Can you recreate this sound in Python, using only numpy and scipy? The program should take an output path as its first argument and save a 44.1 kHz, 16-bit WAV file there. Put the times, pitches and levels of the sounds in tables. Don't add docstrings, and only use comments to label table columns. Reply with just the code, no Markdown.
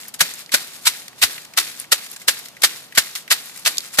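import sys
import numpy as np
from scipy import signal
from scipy.fft import rfft, irfft
from scipy.io import wavfile

SR = 44100
rng = np.random.default_rng(int(sys.argv[2]) if len(sys.argv) > 2 else 0)


def output_pcm(signal):
    pcm = np.clip(np.atleast_2d(signal).T, -1, 1) * 32767
    wavfile.write(sys.argv[1], SR, np.round(pcm).astype(np.int16))


N = 176400
T = np.arange(N) / SR

# frequency in Hz, relative level in dB.
CRUSH_EQ = [(100, -43), (300, -33), (600, -26.5), (1000, -10.5), (2000, -4.5), (2700, -5), (4300, -0.5),
            (6000, -7), (7700, -5), (10000, -8), (14500, -10)]
POD_EQ = [(150, -51), (400, -9.5), (800, -13), (1200, -4), (1600, 0.5), (2100, 2.5), (2800, -10.5),
          (6000, -15)]
KNOCK_EQ = [(100, -33), (300, -22), (450, -2.5), (1100, 2), (1600, -11), (4000, -34)]
# start in seconds, crush level in dB, crush hold in seconds, pod level in dB,
# pod pitch in Hz, knock level in dB, knock pitch in Hz, lead of the first touch in seconds,
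# touch level in dB, settling rustle level in dB.
BLOWS = [(0.2078, -7.5, 0.0052, -12, 1620, -27, 576, 0.014, -28, -30.5),
         (0.5413, -9, .006, -14, 1500, -27, 580, .021, -22.5, -32),
         (0.8696, -8.5, 0.0072, -20.5, 1260, -25.5, 980, 0.013, -17, -34),
         (1.228, -8, 0.01, -15, 1810, -26.5, 720, 0.0094, -15, -30.5),
         (1.5753, -11, 0.01, -20.5, 1420, -34.5, 735, 0.0062, -29, -30),
         (1.924, -7, 0.0033, -17, 1690, -24, 510, 0.0051, -13, -34.5),
         (2.2842, -8.5, 0.0039, -14, 1590, -28.5, 530, 0.0024, -9, -33.5),
         (2.6361, -6.5, 0.011, -13, 1650, -27, 740, 0.0145, -25.5, -31),
         (2.9769, -5, 0.0067, -9, 1590, -23, 617, .025, -29, -31.5),
         (3.3145, -8.5, 0.0082, -16, 1800, -30, 600, 0.008, -14, -34),
         (3.6616, -13.5, 0.015, -23, 1490, -32.5, 620, 0.0089, -20, -32.5),
         (3.9883, -7.5, 0.0037, -13, 1770, -17.5, 600, 0.014, -26, -20)]
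def blows():
    crack_power, body = np.zeros(N), np.zeros((2, N))
    pods = colour(stereo_noise(), POD_EQ)
    heap = colour(stereo_noise(), KNOCK_EQ)
    for start, crush_db, hold, pod_db, pod_hz, knock_db, knock_hz, lead, touch_db, _ in BLOWS:
        t = T - start
        touch = amp(touch_db) * press(t + lead, lead, rise_s=0.002, fall_s=0.0057)
        crush = amp(crush_db) * press(t, hold, rise_s=0.0018, fall_s=0.0057)
        splinter = amp(crush_db) * fade(t - hold, 0.011)
        crack_power += touch ** 2 + crush ** 2 + splinter ** 2
        hollow = amp(pod_db) * (pods + amp(-7.5) * ring(pods, pod_hz, width_hz=120)) / np.sqrt(2)
        knock = amp(knock_db) * ring(heap, knock_hz, width_hz=155)
        body += press(t, hold, rise_s=0.0019, fall_s=0.0073) * (hollow + knock)
    return body + np.sqrt(crack_power) * crackle(CRUSH_EQ, per_s=9000, spread_db=2)


def crackle(eq, per_s, spread_db, stalks=40, size=256):
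    t, out = (np.arange(size) - size // 8) / SR, np.zeros((2, N))
    hit = rng.random(N) < per_s / SR
    strength = hit * amp(spread_db * np.minimum(rng.exponential(1, N), 4)) * rng.choice([-1, 1], N)
    stalk = rng.integers(0, stalks, N)
    for k, hz in enumerate(np.linspace(1200, 14000, stalks)):
        burst = rng.standard_normal((2, size)) * fade(t, 0.0013)
        grain = unit(ports(unit(burst) + 1.1 * ring(burst, hz, width_hz=1350)))
        out += signal.oaconvolve((strength * (stalk == k))[None], grain, axes=1)[:, :N]
    return colour(out, eq)


# start in seconds, relative level in dB,
# pitch in Hz, decay in seconds, relative level of the deep thump in dB.
THUDS = [(0.2138, -32.5, 172.5, 0.0092, -60), (0.5368, -30, 248, 0.0084, -60),
         (1.234, -31, 257, 0.0071, -31.5), (1.9224, -34.5, 365, 0.007, -67), (2.639, -32, 169, 0.0036, -42),
         (2.9782, -15.5, 189, 0.0029, -32.5), (3.986, -17, 223, 0.0027, -42)]
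def thuds(thump_hz=84):
    out = np.zeros(N)
    for start, db, hz, decay_s, thump_db in THUDS:
        t = np.maximum(T - start, 0)
        attack = 1 - fade(t, 0.0028)
        tone = amp(db) * fade(t, decay_s) * np.sin(2 * np.pi * hz * t)
        thump = amp(thump_db) * fade(t, 0.0087) * np.sin(2 * np.pi * thump_hz * t)
        out += 2 * attack * (tone + thump)
    return out * amp([[-1], [1]])


# frequency in Hz, relative level in dB.
BRIGHT_EQ = [(100, -45), (500, -17.5), (1500, -4), (2700, -6), (4400, -2.5), (6000, -6.5), (8000, -4),
             (11000, -8.5), (14500, -7.5)]
DULL_EQ = [(100, -14), (300, -1.5), (1000, -5), (1800, 2), (2700, -2), (4400, 1), (7000, -7.5), (14000, -7)]
def rustle():
    bright_power, dull_power = settling()
    bright_power += drags()
    clicks = (np.sqrt(bright_power) + amp(-59)) * stray_clicks()
    bright = np.sqrt(bright_power + crunches())
    flutter = bunching()
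    bright_cracks = crackle(BRIGHT_EQ, per_s=7000, spread_db=3)
    dull_cracks = crackle(DULL_EQ, per_s=7000, spread_db=3)
    return clicks + flutter * (bright * bright_cracks + np.sqrt(dull_power) * dull_cracks)


def settling(bright_db_per_s=63.5, dull_db_per_s=113):
    bright, dull = np.zeros(N), np.zeros(N)
    for start, *_, db in BLOWS:
        t = np.maximum(T - start, 0)
        attack = 1 - fade(t, 0.005)
        still_moving = 1 / (1 + (t / 0.23) ** 8)
        bright += (attack * still_moving * amp(db - bright_db_per_s * t)) ** 2
        dull += (attack * amp(db + 6 - dull_db_per_s * t)) ** 2
    return bright, dull


# centre in seconds, level in dB, half length in seconds.
DRAGS = [(-0.006, -35.5, 0.043), (0.086, -39.5, 0.011), (0.404, -36, 0.019), (0.607, -48, .015),
         (0.756, -38.5, 0.032), (0.845, -38, 0.022), (0.962, -38.5, 0.053), (1.2, -40.5, 0.018),
         (1.415, -52, 0.017), (1.805, -35, .022), (2.049, -37, 0.019), (2.125, -38, 0.023),
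         (2.217, -42.5, 0.021), (2.395, -36.5, 0.014), (2.775, -40, 0.012), (3.06, -36, 0.015),
         (3.485, -39, 0.031), (3.588, -38.5, 0.042), (3.74, -60, 0.023), (3.858, -37.5, 0.037),
         (3.947, -31, 0.014)]
def drags():
    return sum(amp(db) ** 2 * fade((T - centre) ** 2, half ** 2) for centre, db, half in DRAGS)


# start in seconds, level in dB, decay in seconds.
CRUNCHES = [(0.1404, -29.5, 0.012), (1.0814, -32.5, 0.0029), (1.45, -37, .003), (1.5378, -35, 0.0012),
            (1.599, -17.5, 0.0094), (2.133, -39, 0.0037), (2.1622, -32, 0.0085), (2.217, -38, 0.0085),
            (2.4575, -32.5, .004), (2.4853, -36.5, 0.004), (2.6206, -19, 0.0012), (2.842, -44, .004),
            (3.1532, -24, 0.026), (3.5616, -33.5, 0.0065)]
def crunches():
    return sum((amp(db) * press(T - start, 0.0023, rise_s=0.00083, fall_s=decay_s)) ** 2
               for start, db, decay_s in CRUNCHES)


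def bunching(step_s=0.0063, depth_db=1.06):
    knots = np.arange(0, N / SR + 0.1, step_s)
    wander = rng.standard_normal(2000)[:len(knots)]
    return amp(depth_db * np.interp(T, knots, wander))


def stray_clicks(count=180, size=512):
    out = np.zeros((2, N + size))
    envelope = fade(np.arange(size) / SR, 0.001)
    for place, pitch, softness in rng.random((count, 3)):
        noise = unit(stereo_noise(size))
        click = (ring(noise, 2000 + 10000 * pitch, width_hz=1500) + 0.6 * noise) * envelope
        at = int(place * N)
        out[:, at:at + size] += amp(10 - 14 * softness) * click
    return out[:, :N]


# start in seconds, level in dB, pitch in Hz.
SNAPS = [(0.0826, -25.5, 12600), (0.338, -25.5, 7160), (0.4613, -32.5, 4200), (0.5224, -32, 6000),
         (1.7993, -18, 9450), (2.115, -27, 11000), (2.3912, -26, 10900), (2.6055, -42, 7000),
         (2.958, -24, 7040), (3.7708, -18.5, 4000), (3.7819, -9, 4530), (3.7819, -16.5, 6800),
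         (3.8052, -24, 4260)]
def snaps():
    return sum(stem(start, db, hz, width_hz=1100, decay_s=0.0022, crack_db=-7) for start, db, hz in SNAPS)


# start in seconds, level in dB.
TICKS = [(.052, -37.5), (0.4926, -36.5), (1.13, -43), (1.3795, -29), (1.537, -38), (1.842, -35),
         (2.2158, -37), (2.5673, -37), (2.9237, -34), (3.2781, -31.5)]
def ticks():
    return sum(stem(start, db, hz=2000, width_hz=400, decay_s=0.0059, crack_db=-5) for start, db in TICKS)


def stem(start, db, hz, width_hz, decay_s, crack_db, size=2048):
    noise = unit(stereo_noise(size))
    envelope = amp(db) * fade(np.arange(size) / SR, decay_s)
    burst = envelope * (ring(noise, hz, width_hz) + amp(crack_db) * noise)
    low_cut = signal.butter(3, min(0.7 * hz, 5000), "high", fs=SR, output="sos")
    return np.pad(signal.sosfilt(low_cut, burst), ((0, 0), (round(start * SR), N)))[:, :N]


# frequency in Hz, relative level in dB.
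AIR_EQ = [(25, -1), (70, -14.5), (150, -0.5), (240, -2), (400, -5.5), (800, -5), (1800, -10), (3000, -9.5),
          (5000, -11.5), (14000, -19.5)]
def air():
    return amp(-49) * colour(stereo_noise(), AIR_EQ)


# frequency in Hz, likeness of left and right (held to 0..1 when played).
LIKENESS = [(50, 1.14), (300, 0.19), (1600, 1.33), (2500, 0), (4000, 0.29), (14000, -1.71)]
# frequency in Hz, left minus right in dB.
BALANCE = [(300, -2), (1200, 1.5), (2000, 0), (4500, -.5), (8000, 1.7), (12000, 4.5), (14500, 3)]
def ports(pair, lag_s=0.000125):
    size = pair.shape[-1]
    hz = np.fft.rfftfreq(size, 1 / SR)
    left, other = rfft(pair)
    likeness = np.clip(read(LIKENESS, hz), 0, 1)
    lean = amp(read(BALANCE, hz) / 2)
    right = (likeness * left + np.sqrt(1 - likeness ** 2) * other) * np.exp(-2j * np.pi * hz * lag_s)
    return irfft(np.array([left * lean, right / lean]), size)


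def stereo_noise(size=N):
    return ports(rng.standard_normal((2, size)))


def colour(x, eq, size=8192):
    log_gain = np.log(amp(read(eq, abs(np.fft.fftfreq(size, 1 / SR)))))
    response = np.exp(np.conj(signal.hilbert(log_gain)))
    taps = np.fft.ifft(response).real[:size // 2]
    return unit(signal.oaconvolve(x, taps[None], axes=1)[:, :N])


def ring(x, hz, width_hz):
    r = np.exp(-np.pi * width_hz / SR)
    return unit(signal.lfilter([1, 0, -1], [1, -2 * r * np.cos(2 * np.pi * hz / SR), r * r], x))


def press(since, hold_s, rise_s, fall_s):
    rise = np.minimum(since, 0) / rise_s
    fall = np.maximum(since - hold_s, 0) / fall_s
    return np.exp(np.maximum(rise - fall, -40))


def fade(since, decay_s):
    return (since >= 0) * np.exp(-np.clip(since / decay_s, 0, 40))


def read(curve, hz):
    knots_hz, values = np.transpose(curve)
    return np.interp(np.log(hz + 1), np.log(knots_hz), values)


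def amp(db):
    return 10 ** (np.asarray(db) / 20)


def unit(x):
    return x / np.sqrt(np.mean(x ** 2) + 1e-20)


def scene():
    return air() + blows() + thuds() + rustle() + snaps() + ticks()


def record(dry, low_cut_hz=75, gain_db=1, threshold_db=-13.5, release_db_per_s=83, high_cut_hz=14650):
    x = amp(gain_db) * signal.sosfilt(signal.butter(2, low_cut_hz, "high", fs=SR, output="sos"), dry)
    power_db = 10 * np.log10(signal.lfilter([0.004], [1, -0.996], (x ** 2).mean(0)) + 1e-12)
    fall_db = T * release_db_per_s
    detector_db = np.maximum.accumulate(power_db + fall_db) - fall_db
    duck_db = 0.24 * np.maximum(detector_db - threshold_db, 0)
    clipped = np.clip(x * amp(-duck_db), -0.99, 0.99)
    high_cut = signal.firwin(301, high_cut_hz, window=("kaiser", 8), fs=SR)
    return signal.oaconvolve(clipped, high_cut[None], "same", axes=1)


dry = scene()
out = record(dry)
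output_pcm(out)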